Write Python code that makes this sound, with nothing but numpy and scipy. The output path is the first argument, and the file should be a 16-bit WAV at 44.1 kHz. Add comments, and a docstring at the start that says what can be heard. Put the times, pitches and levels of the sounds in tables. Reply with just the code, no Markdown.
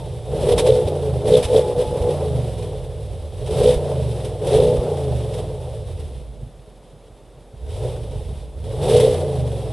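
"""An eight-cylinder engine is revved in blips against its limiter and falls back to idle, heard behind the tail
pipes. Tones locked to two unevenly firing banks boom through the pipe resonances; ragged blows and noise ring
the silencer. Coloured noise hisses as gas flow and spits at the pipe mouths; shut throttles bring thuds, late
burns bark. At high speed and roar a pitched howl sets in and a buzz rattles with the loudest peaks. A thin
geared tone whines now and then, and steady noise is the hush of the yard."""
import sys
import numpy as np
from scipy import signal
from scipy.fft import rfft, irfft
from scipy.io import wavfile
from scipy.ndimage import uniform_filter1d, minimum_filter1d

SR = 44100
rng = np.random.default_rng(int(sys.argv[2]) if len(sys.argv) > 2 else 0)


def volts(x):
    """Linear amplitude factor 10**(x/20) for a level x in dB, scalar or array-like."""
    e = np.asarray(x, float) / 20
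    return 10 ** e


def int16_out(signal):
    """Quantize to a 16-bit WAV file."""
    q = np.round(np.clip(np.atleast_2d(signal).T, -1, 1) * 32767)
    wavfile.write(sys.argv[1], SR, q.astype(np.int16))


N = 428652
TIME = np.arange(N) / SR

# Openings of the throttle; pull is before the speed scaling in speed()
# [opens_s, shuts_s, pull_hz_per_s, roughness_0_to_1]
THROTTLE = [(.208, .832, 123.3, .87), (1.17, 1.42, 124.5, .55), (1.42, 2.05, 108, .97),
            (3.27, 3.718, 151.3, .54), (4.366, 4.822, 110.4, .5), (7.522, 7.835, 147.8, .24),
            (8.497, 9.089, 151.8, .45)]
# Steady exhaust levels against engine cycle rate [speed_hz, boom_db, roar_db, hiss_db]
STEADY = [(5.86, -46, -53.5, -60), (6.39, -34.5, -49, -58), (9.1, -27.5, -41, -50), (13.5, -28.5, -36, -49),
          (17.43, -29, -33, -48), (20.45, -26.5, -29, -43.5), (23.62, -28.5, -29, -43),
          (28.79, -26, -23, -42.5), (30.464, -28, -23, -42)]
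# Surges of burnt gas over the steady level [start_s, peak_s, end_s, roar_rise_db, hiss_rise_db]
SURGES = [(0.208, 0.489, 0.63, 11.5, 10.5), (0.557, 0.691, 0.86, 10.5, 9.5),
          (1.229, 1.343, 1.437, 15.5, 15.5), (1.464, 1.567, 1.63, 14, 12.5), (1.753, 1.82, 1.84, 7.5, 5.5),
          (1.938, 2.019, 2.25, 4, 3), (3.36, 3.694, 3.783, 13.5, 14), (4.377, 4.556, 4.85, 12.5, 12),
          (4.614, 4.747, 4.88, 3.5, -2), (7.676, 7.858, 7.98, 7, 8.5), (8.626, 8.981, 9.27, 12.5, 13),
          (9, 9.078, 8.78, 7.5, 1)]
# Brief changes in the level of the gas hiss [time_s, hiss_change_db]
HISS_CHANGES = [(.556, -2), (.638, -2), (1.415, 2), (4.41, -4)]
# Relative strength of each cylinder's blow, in firing order [level_db]
CYLINDER_DB = [6.5, -15.5, 4, -28, 4.5, -13.5, 0.5, 4.5]
# Tones of the uneven firing, relative [multiple_of_cycle, coasting_db, firing_db]
FIRING_TONES = [(2, -22, -14.5), (3, -2, -7.5), (4, -13, -3.5), (5, -2, -5), (6, -6.5, -5), (7, -11, -7),
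                (8, -5, 2), (9, -10.5, -11.5), (10, -12, -11), (11, -5, -15)]
# Transmission of the tail pipes [frequency_hz, gain_db]
PIPE_RESPONSE = [(20, -37), (45, -0.5), (75, 1.5), (100, 1), (125, 4), (150, 0.5), (200, -13), (240, -10),
                 (300, -25), (500, -46), (1500, -95)]
# Harder firings that make the idle lumps lurch [time_s, rise_db]
LOPES = [(6.3, 5), (6.451, 9), (6.585, 7), (6.7, 4), (6.85, 6), (6.96, 13.5), (7.125, 9), (7.27, 5),
         (7.385, 10), (7.555, 8)]
# Resonances of the silencer chambers [frequency_hz, width_hz, gain_db]
SILENCER_MODES = [(374.8, 36, -7.5), (435, 42, 0), (490.3, 46.4, -1), (546, 28, -1.5), (601.4, 55, -4.5),
                  (736, 121, -14), (793, 226, -23), (345, 83, -14.5)]
# Tones of the howl, relative [multiple_of_cycle, level_db]
HOWL_TONES = [(12, -15), (14, 2), (16, 1.5), (18, -8.5), (20, -6.5)]
# Spectrum of the gas hiss, relative [frequency_hz, level_db_per_hz]
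HISS_SPECTRUM = [(530, -3), (900, -1), (1060, -8.5), (1430, -15), (1980, -11.5), (2200, -11.5), (3610, -4),
                 (4300, -12), (5620, -13.5), (6000, -17.5), (7050, -19.5), (7770, -13.5), (10100, -10),
                 (11800, -20.5), (15400, -53), (22000, -120)]
# Whine passages, before their random waver [start_s, end_s, multiple_of_cycle, level_db]
WHINES = [(-.1, .2, 52, -47), (.6, .95, 28, -39), (1.45, 2.15, 28, -36), (2.65, 3.05, 52, -52),
          (4.65, 5.05, 28, -39), (5.5, 5.8, 52, -48)]
# Spectrum of the yard hush, relative [frequency_hz, level_db_per_hz]
YARD_SPECTRUM = [(88, -36), (150, -0.5), (245, -3.5), (575, -1.5), (1590, -22), (5560, -32.5), (6790, -31),
                 (11500, -32), (15000, -62), (22000, -120)]
# Unburnt fuel spitting at the pipe mouths, held and then fading [start_s, level_db, hold_s]
SPITS = [(0.488, -38, 0.009), (0.518, -32.5, 0.0071), (0.579, -23, 0.021), (0.665, -33, 0.01),
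         (0.873, -42, 0.013), (1.275, -39, .01), (1.326, -47, 0.011), (1.367, -32.5, .008),
         (1.427, -29.5, 0.029), (1.568, -37, 0.011), (2.016, -47, .01), (2.624, -51, 0.0089),
         (3.462, -45, 0.017), (3.507, -44, 0.0081), (3.633, -38, .01), (4.247, -42.5, 0.0083),
         (4.468, -39, 0.011), (4.537, -59, 0.0067), (5.337, -46, 0.013), (5.38, -47.5, 0.022),
         (5.997, -49, 0.0091), (8.854, -47, 0.0071), (8.896, -48, 0.011), (8.932, -44, 0.012),
         (8.963, -34, 0.012), (8.9984, -29.5, 0.012)]
# Late burns barking into the silencer [time_s, peak_db]
BARKS = [(0.521, -9), (0.577, -8), (0.662, -7), (0.677, -5), (0.686, -3), (0.865, -10), (.915, -14),
         (1.289, -3.5), (1.335, 1), (1.358, -25), (1.545, 1), (1.577, -5), (3.604, -10), (3.642, -8.5),
         (3.685, -23), (4.459, -10.5), (4.554, -16), (4.584, -3), (4.618, -6.5), (4.721, -8), (8.944, -3.5),
         (8.998, -9.5), (9.033, -5.5), (9.064, -7)]
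# Thuds as the throttle shuts [time_s, level_db, pitch_hz]
THUDS = [(0.839, -12.5, 83), (1.437, -15, 69.6), (1.859, -18, 67.6), (1.997, -12.5, 69.4),
         (3.751, -12, 53.74), (4.772, -12.5, 62.4), (9.12, -19, 88)]

# Engine speed, in four-stroke cycles per second; the pull fades over the band below the limiter
START_HZ, IDLE_HZ, LIMITER_HZ, LIMITER_BAND_HZ = 17.86, 5.76, 32.23, 9.21
# Friction grows with speed and eases off near idle over CATCH_HZ
DRAG_HZ_PER_S, DRAG_PER_S, CATCH_HZ, INTAKE_LAG_S, STEP_S = 13.89, .195, 2.85, .033, .005
FIRE_LAG_S, GAS_LAG_S = .05, .019
# Above HARD_DB of roar the shaft overshoots and the howl grows in
HARD_DB, HOWL_OVER_DB, OVERSHOOT_HZ_PER_DB = -23, 7, .12
HOWL_FROM_HZ, HOWL_FULL_HZ, HOWL_SHARE = 26, 30, .85
# Coasting through this speed the pipes drone
DRONE_HZ, DRONE_WIDTH_HZ, DRONE_DB = 24.74, 2.1, 8
# The flow sags as each surge starts; the boom stumbles as the throttle opens; the roar drops at each thud
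SAG_DB, SAG_S, STUMBLE_DB, STUMBLE_S, STUMBLE_LAG_S = -1.5, .017, -3.5, .039, .042
SHUT_DB, SHUT_S, HISS_CHANGE_S = -5, .03486, .0077
BOOM_SHARE = .59  # dB of boom rise per dB of roar rise
REFIRE_HZ, COAST_ROUGH, IDLE_ROUGH = 13.4, .1, .55
COAST_WOBBLE_DB, FIRE_WOBBLE_DB = 1.9, 1.1
LOPE_S, BETWEEN_LOPES_DB = .03, -3
# Once a cycle the gas puffs; its decay is a share of the cycle
PUFF_MAX_DB, PUFF_SHARE = 3.4, .25
WAVER, WAVER_HZ = .008, 9  # relative pitch waver of the whine and its rate
YARD_DB, SPIT_T60_S = -50.5, .055
LIMIT, LIMIT_S, TOP_HZ = .95, .012, 11900


def unit(x):
    """Normalise a signal to unit rms pressure."""
    return x / np.sqrt(np.mean(x ** 2))


def coloured(x, points):
    """A transfer function shapes the spectrum, its dB gain interpolated over log frequency."""
    hz, db = np.transpose(points)
    bins = np.fft.rfftfreq(N, 1 / SR) + 1
    gain = volts(np.interp(np.log(bins), np.log(hz), db))
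    return irfft(rfft(x) * gain, N)


def ring(x, hz, width_hz):
    """Two cascaded resonators give one steep resonance with unit gain at its centre."""
    stage = np.concatenate(signal.iirpeak(hz, hz / width_hz, fs=SR))
    return signal.sosfilt(np.tile(stage, (2, 1)), x)


def walk(rate_hz):
    """Band-limited fluctuation: held random levels smoothed twice, with spread near 1."""
    hold = int(SR / rate_hz)
    steps = np.repeat(rng.standard_normal(N // hold + 1), hold)
    return 1.3 * uniform_filter1d(uniform_filter1d(steps, hold), hold)[:N]


def span(start, end, fade_s):
    """A gate: 1 between two times, fading linearly at both ends."""
    return np.clip(np.minimum(TIME - start, end - TIME) / fade_s + .5, 0, 1)


def bump(x, width):
    """A Gaussian pulse of height 1 about x = 0."""
    return np.exp(-(x / width) ** 2)


def speed():
    """Angular momentum balance: throttle torque lifts the shaft to the limiter, friction returns it to idle."""
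    t = np.arange(0, N / SR, STEP_S)
    pedal = sum(pull * np.interp(t, TIME, span(start, end, .03)) for start, end, pull, _ in THROTTLE)
    hz, air, out = START_HZ, 0, []
    for pull in pedal:
        air += (pull - air) * STEP_S / INTAKE_LAG_S
        limiter = min(max((LIMITER_HZ - hz) / LIMITER_BAND_HZ, 0), 1)
        push = air * hz / LIMITER_HZ * limiter
        drag = (DRAG_HZ_PER_S + DRAG_PER_S * hz) * np.tanh((hz - IDLE_HZ) / CATCH_HZ)
        hz += STEP_S * (push - drag)
        out.append(hz)
    return np.interp(TIME, t, out)


def fuelled(fade_s):
    """Delayed combustion: for each throttle opening, 1 while the cylinders get fuel."""
    return np.array([span(start + FIRE_LAG_S, end + FIRE_LAG_S, fade_s) for start, end, _, _ in THROTTLE])


def any_fuel(fade_s):
    """Combustion over all openings together, from 0 (coasting) to 1 (fuelled)."""
    return np.clip(fuelled(fade_s).sum(axis=0), 0, 1)


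def levels(hz):
    """Source strength follows gas flow: boom, roar and hiss in dB from engine speed and surges."""
    at_hz, *columns = np.transpose(STEADY)
    boom_db, roar_db, hiss_db = (np.interp(hz, at_hz, column) for column in columns)
    # the flow at the pipe mouths trails the shaft
    hiss_db = np.interp(TIME - GAS_LAG_S, TIME, hiss_db)
    shapes = np.array([np.interp(TIME, row[:3], [0, 1, 0]) for row in SURGES])
    sag_db = sum(SAG_DB * bump(TIME - row[0], SAG_S) for row in SURGES)
    surge_db, gas_db = np.array(SURGES)[:, 3:].T @ shapes + sag_db
    gas_db += sum(db * bump(TIME - s, HISS_CHANGE_S) for s, db in HISS_CHANGES)
    boom_db += DRONE_DB * bump(hz - DRONE_HZ, DRONE_WIDTH_HZ) * (1 - any_fuel(.05))
    boom_db += sum(STUMBLE_DB * bump(TIME - row[0] - STUMBLE_LAG_S, STUMBLE_S) for row in THROTTLE)
    roar_db += sum(SHUT_DB * bump(TIME - row[0] - SHUT_S / 2, SHUT_S) for row in THUDS)
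    return boom_db + BOOM_SHARE * surge_db, roar_db + surge_db, hiss_db + gas_db


def blows(cycles, scatter_db, signed):
    """An impulse train, eight unequal firings a cycle, scaled to keep its power steady at any speed."""
    at = np.flatnonzero(np.diff(np.floor(8 * cycles)))
    chance = rng.standard_normal((N // 100, 2))[:len(at)]
    size_db = np.resize(CYLINDER_DB, len(at)) + scatter_db * chance[:, 0]
    sign = 1 - signed + signed * chance[:, 1]
    spacing = np.gradient(1. * at)
    out = np.zeros(N)
    out[at] = volts(size_db) * sign * np.sqrt(spacing)
    return unit(out)


def boom(hz, cycles):
    """Periodic firing excites a harmonic series through the pipes; unequal firings add random lumps."""
    throttle = any_fuel(.042)
    # a coasting engine only pumps air until fuel returns near idle
    refire = 1 / (1 + (hz / REFIRE_HZ) ** 6)
    firing = np.maximum(throttle, refire)
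    pulled_rough = np.transpose(THROTTLE)[-1] @ fuelled(.041)
    rough = pulled_rough + (1 - throttle) * (COAST_ROUGH + IDLE_ROUGH * refire)
    rough = np.clip(rough, 0, .95)
    tones, power = 0, 0
    pipe_hz, pipe_db = np.transpose(PIPE_RESPONSE)
    for k, coast_db, fire_db in FIRING_TONES:
        source_db = coast_db + firing * (fire_db - coast_db)
        passed_db = np.interp(np.log(k * hz), np.log(pipe_hz), pipe_db)
        wobble_db = (COAST_WOBBLE_DB + FIRE_WOBBLE_DB * firing) * walk(13)
        gain = volts(source_db + passed_db + wobble_db)
        tones = tones + gain * np.sin(2 * np.pi * (k * cycles + rng.random()))
        power = power + gain ** 2 / 2
    tones = tones / np.sqrt(uniform_filter1d(power, SR // 8))
    # near idle the firings lope unevenly
    lope_db = BETWEEN_LOPES_DB * refire + sum(db * bump(TIME - s, LOPE_S) for s, db in LOPES)
    lump_source = blows(cycles, scatter_db=2.1, signed=.98) + 1.02 * rng.standard_normal(N)
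    lumps = unit(coloured(lump_source, PIPE_RESPONSE)) * volts(2 * refire * walk(12) + lope_db)
    return np.sqrt(1 - rough ** 2) * tones + rough * lumps


def buffet(boom_db):
    """Low-frequency turbulence that follows the boom level."""
    points = [(20, -10), (45, 11), (120, 14), (400, -39)]
    return volts(boom_db - 17) * unit(coloured(rng.standard_normal(N), points))


def silencer(push):
    """Modal superposition: parallel chamber resonances ring with whatever pushes them."""
    return sum(volts(db) * ring(push, hz, width_hz) for hz, width_hz, db in SILENCER_MODES)


def ragged_roar(cycles):
    """Forced resonance: soft firing blows and once-a-cycle bursts of turbulence drive the silencer."""
    soft = coloured(blows(cycles, scatter_db=1.5, signed=.25), [(450, 0), (600, -5), (800, -14), (2000, -45)])
    burst_db = 1.5 * walk(30) + 6 * np.exp(-(cycles % 1) / PUFF_SHARE)
    turbulence = volts(burst_db) * .75 * rng.standard_normal(N)
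    return unit(silencer(.9 * soft + turbulence))


def gas_noise():
    """Jet noise: a coloured common part, with an opposed part between the sides mostly in the treble."""
    mid, other = (unit(coloured(rng.standard_normal(N), HISS_SPECTRUM)) for _ in range(2))
    points = [(1000, -67), (2200, -21.5), (3500, -44.5), (4200, -17), (5000, -6), (8000, -9.5), (11000, -6.5)]
    side = coloured(other - .18 * mid, points)
    return mid + side * np.array([[1], [-1]])


def gas_flutter(cycles):
    """Amplitude modulation of the gas flow: random flutter and a puff of random size each cycle."""
    flutter = volts((1.1 + .3 * any_fuel(.05)) * walk(45))
    size = rng.random(N // 1000)[cycles.astype(int)]
    puff_db = PUFF_MAX_DB * size * np.exp(-(cycles % 1) / PUFF_SHARE)
    return unit(flutter * volts(puff_db))


def whine(cycles):
    """A gear ratio fixes a thin tone to the shaft; its pitch and level waver and it fades in and out."""
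    cycles = np.cumsum(np.gradient(cycles) * (1 + WAVER * walk(WAVER_HZ)))
    tones = sum(volts(db) * span(start, end, .043) * np.sin(2 * np.pi * k * cycles)
                for start, end, k, db in WHINES)
    return tones * volts(2.5 * walk(15))


def yard():
    """A diffuse ambient field: steady coloured noise with a weak opposed part between the sides."""
    mid, side = (unit(coloured(rng.standard_normal(N), YARD_SPECTRUM)) for _ in range(2))
    return volts(YARD_DB) * (mid + volts(-34) * side * np.array([[1], [-1]]))


def howl(cycles):
    """Mode locking: firings locked to the silencer sound as shaft harmonics of wavering level and phase."""
    return unit(sum(volts(db + 2.7 * walk(25)) * np.cos(2 * np.pi * k * cycles + .5 * walk(20))
                    for k, db in HOWL_TONES))


def roar(hz, cycles, hard_db):
    """Power-sharing crossfade: the howl displaces the ragged roar at high speed and strong flow."""
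    fast = np.interp(hz, [HOWL_FROM_HZ, HOWL_FULL_HZ], [0, 1])
    share = HOWL_SHARE * fast * np.minimum(hard_db / HOWL_OVER_DB, 1)
    return share * howl(cycles) + np.sqrt(1 - share ** 2) * ragged_roar(cycles)


def rasp(pressure):
    """Threshold nonlinearity: only the strongest pressure swings set off a buzz near 3.5 kHz."""
    excess = np.clip(np.abs(pressure) - .2, 0, None)
    buzz = uniform_filter1d(excess, SR // 700) * rng.standard_normal(N)
    return volts(-6) * ring(buzz, 3520, 990)


def spits():
    """Burst envelopes of burning fuel: a 4 ms rise, a hold and an exponential decay."""
    out = np.zeros(N)
    for s, db, hold_s in SPITS:
        decay_db = -60 * np.clip(TIME - s - hold_s, 0, 1) / SPIT_T60_S
        rise = np.clip((TIME - s) / .004 + .5, 0, 1)
        out += volts(db + decay_db) * rise
    return out


def barks():
    """Impulse response: single rounded pushes ring the silencer, scaled by the peak of one such ring."""
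    push, shape = np.zeros(N), np.hanning(SR // 700)
    for s, db in BARKS:
        push[int(s * SR)] = volts(db)
    peak = np.max(np.abs(silencer(np.pad(shape, (0, SR // 10)))))
    return silencer(np.convolve(push, shape, "same")) / peak


def thuds():
    """Damped column oscillation: a slug of gas rocks the pipe for a cycle or two."""
    out = np.zeros(N)
    for s, db, hz in THUDS:
        out += volts(db) * bump(TIME - s - .02, .0091) * np.sin(2 * np.pi * hz * (TIME - s))
    return out


def scene():
    """Superposition of engine, exhaust and yard; the bass reaches the right side more strongly."""
    hz = speed()
    boom_db, roar_db, hiss_db = levels(hz)
    hard_db = np.clip(roar_db - HARD_DB, 0, None)
    hz = hz + OVERSHOOT_HZ_PER_DB * hard_db
    cycles = np.cumsum(hz) / SR
    bass = volts(boom_db) * boom(hz, cycles) + thuds()
    body = volts(roar_db) * roar(hz, cycles, hard_db) + barks()
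    # at full flow the two main chambers drown the others
    others = coloured(body, [(370, 4), (415, -18), (525, -14), (620, .5), (750, .5)])
    body = body - (1 - volts(-.35 * hard_db)) * others
    middle = bass + body + rasp(body) + whine(cycles)
    # lean is subtracted on the left and added on the right
    lean = coloured(middle, [(30, -11), (70, -18), (150, -25), (300, -57), (900, -81)]) + buffet(boom_db)
    # a faint delayed copy of the roar and barks, opposed between the sides
    lean += volts(-31) * np.roll(body, SR // 150)
    gas = gas_noise() * (volts(hiss_db) * gas_flutter(cycles) + spits())
    return middle + lean * np.array([[-1], [1]]) + gas + yard()


def top_cut(x):
    """Nothing passes above the cut-off."""
    return signal.sosfilt(signal.butter(12, 11980, fs=SR, output="sos"), x)


def record(dry):
    """Peak limiting and low-pass filtering: gain ducks around the highest peaks and the top is cut."""
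    reach = int(LIMIT_S * SR)
    peak = np.abs(dry).max(axis=0)
    needed = np.minimum(1, LIMIT / (peak + 1e-9))
    gain = uniform_filter1d(minimum_filter1d(needed, 2 * reach), reach)
    low_pass = signal.ellip(8, .2, 70, TOP_HZ, fs=SR, output="sos")
    mix = signal.sosfilt(low_pass, gain * dry)
    return top_cut(mix)


dry = scene()
out = record(dry)
int16_out(out)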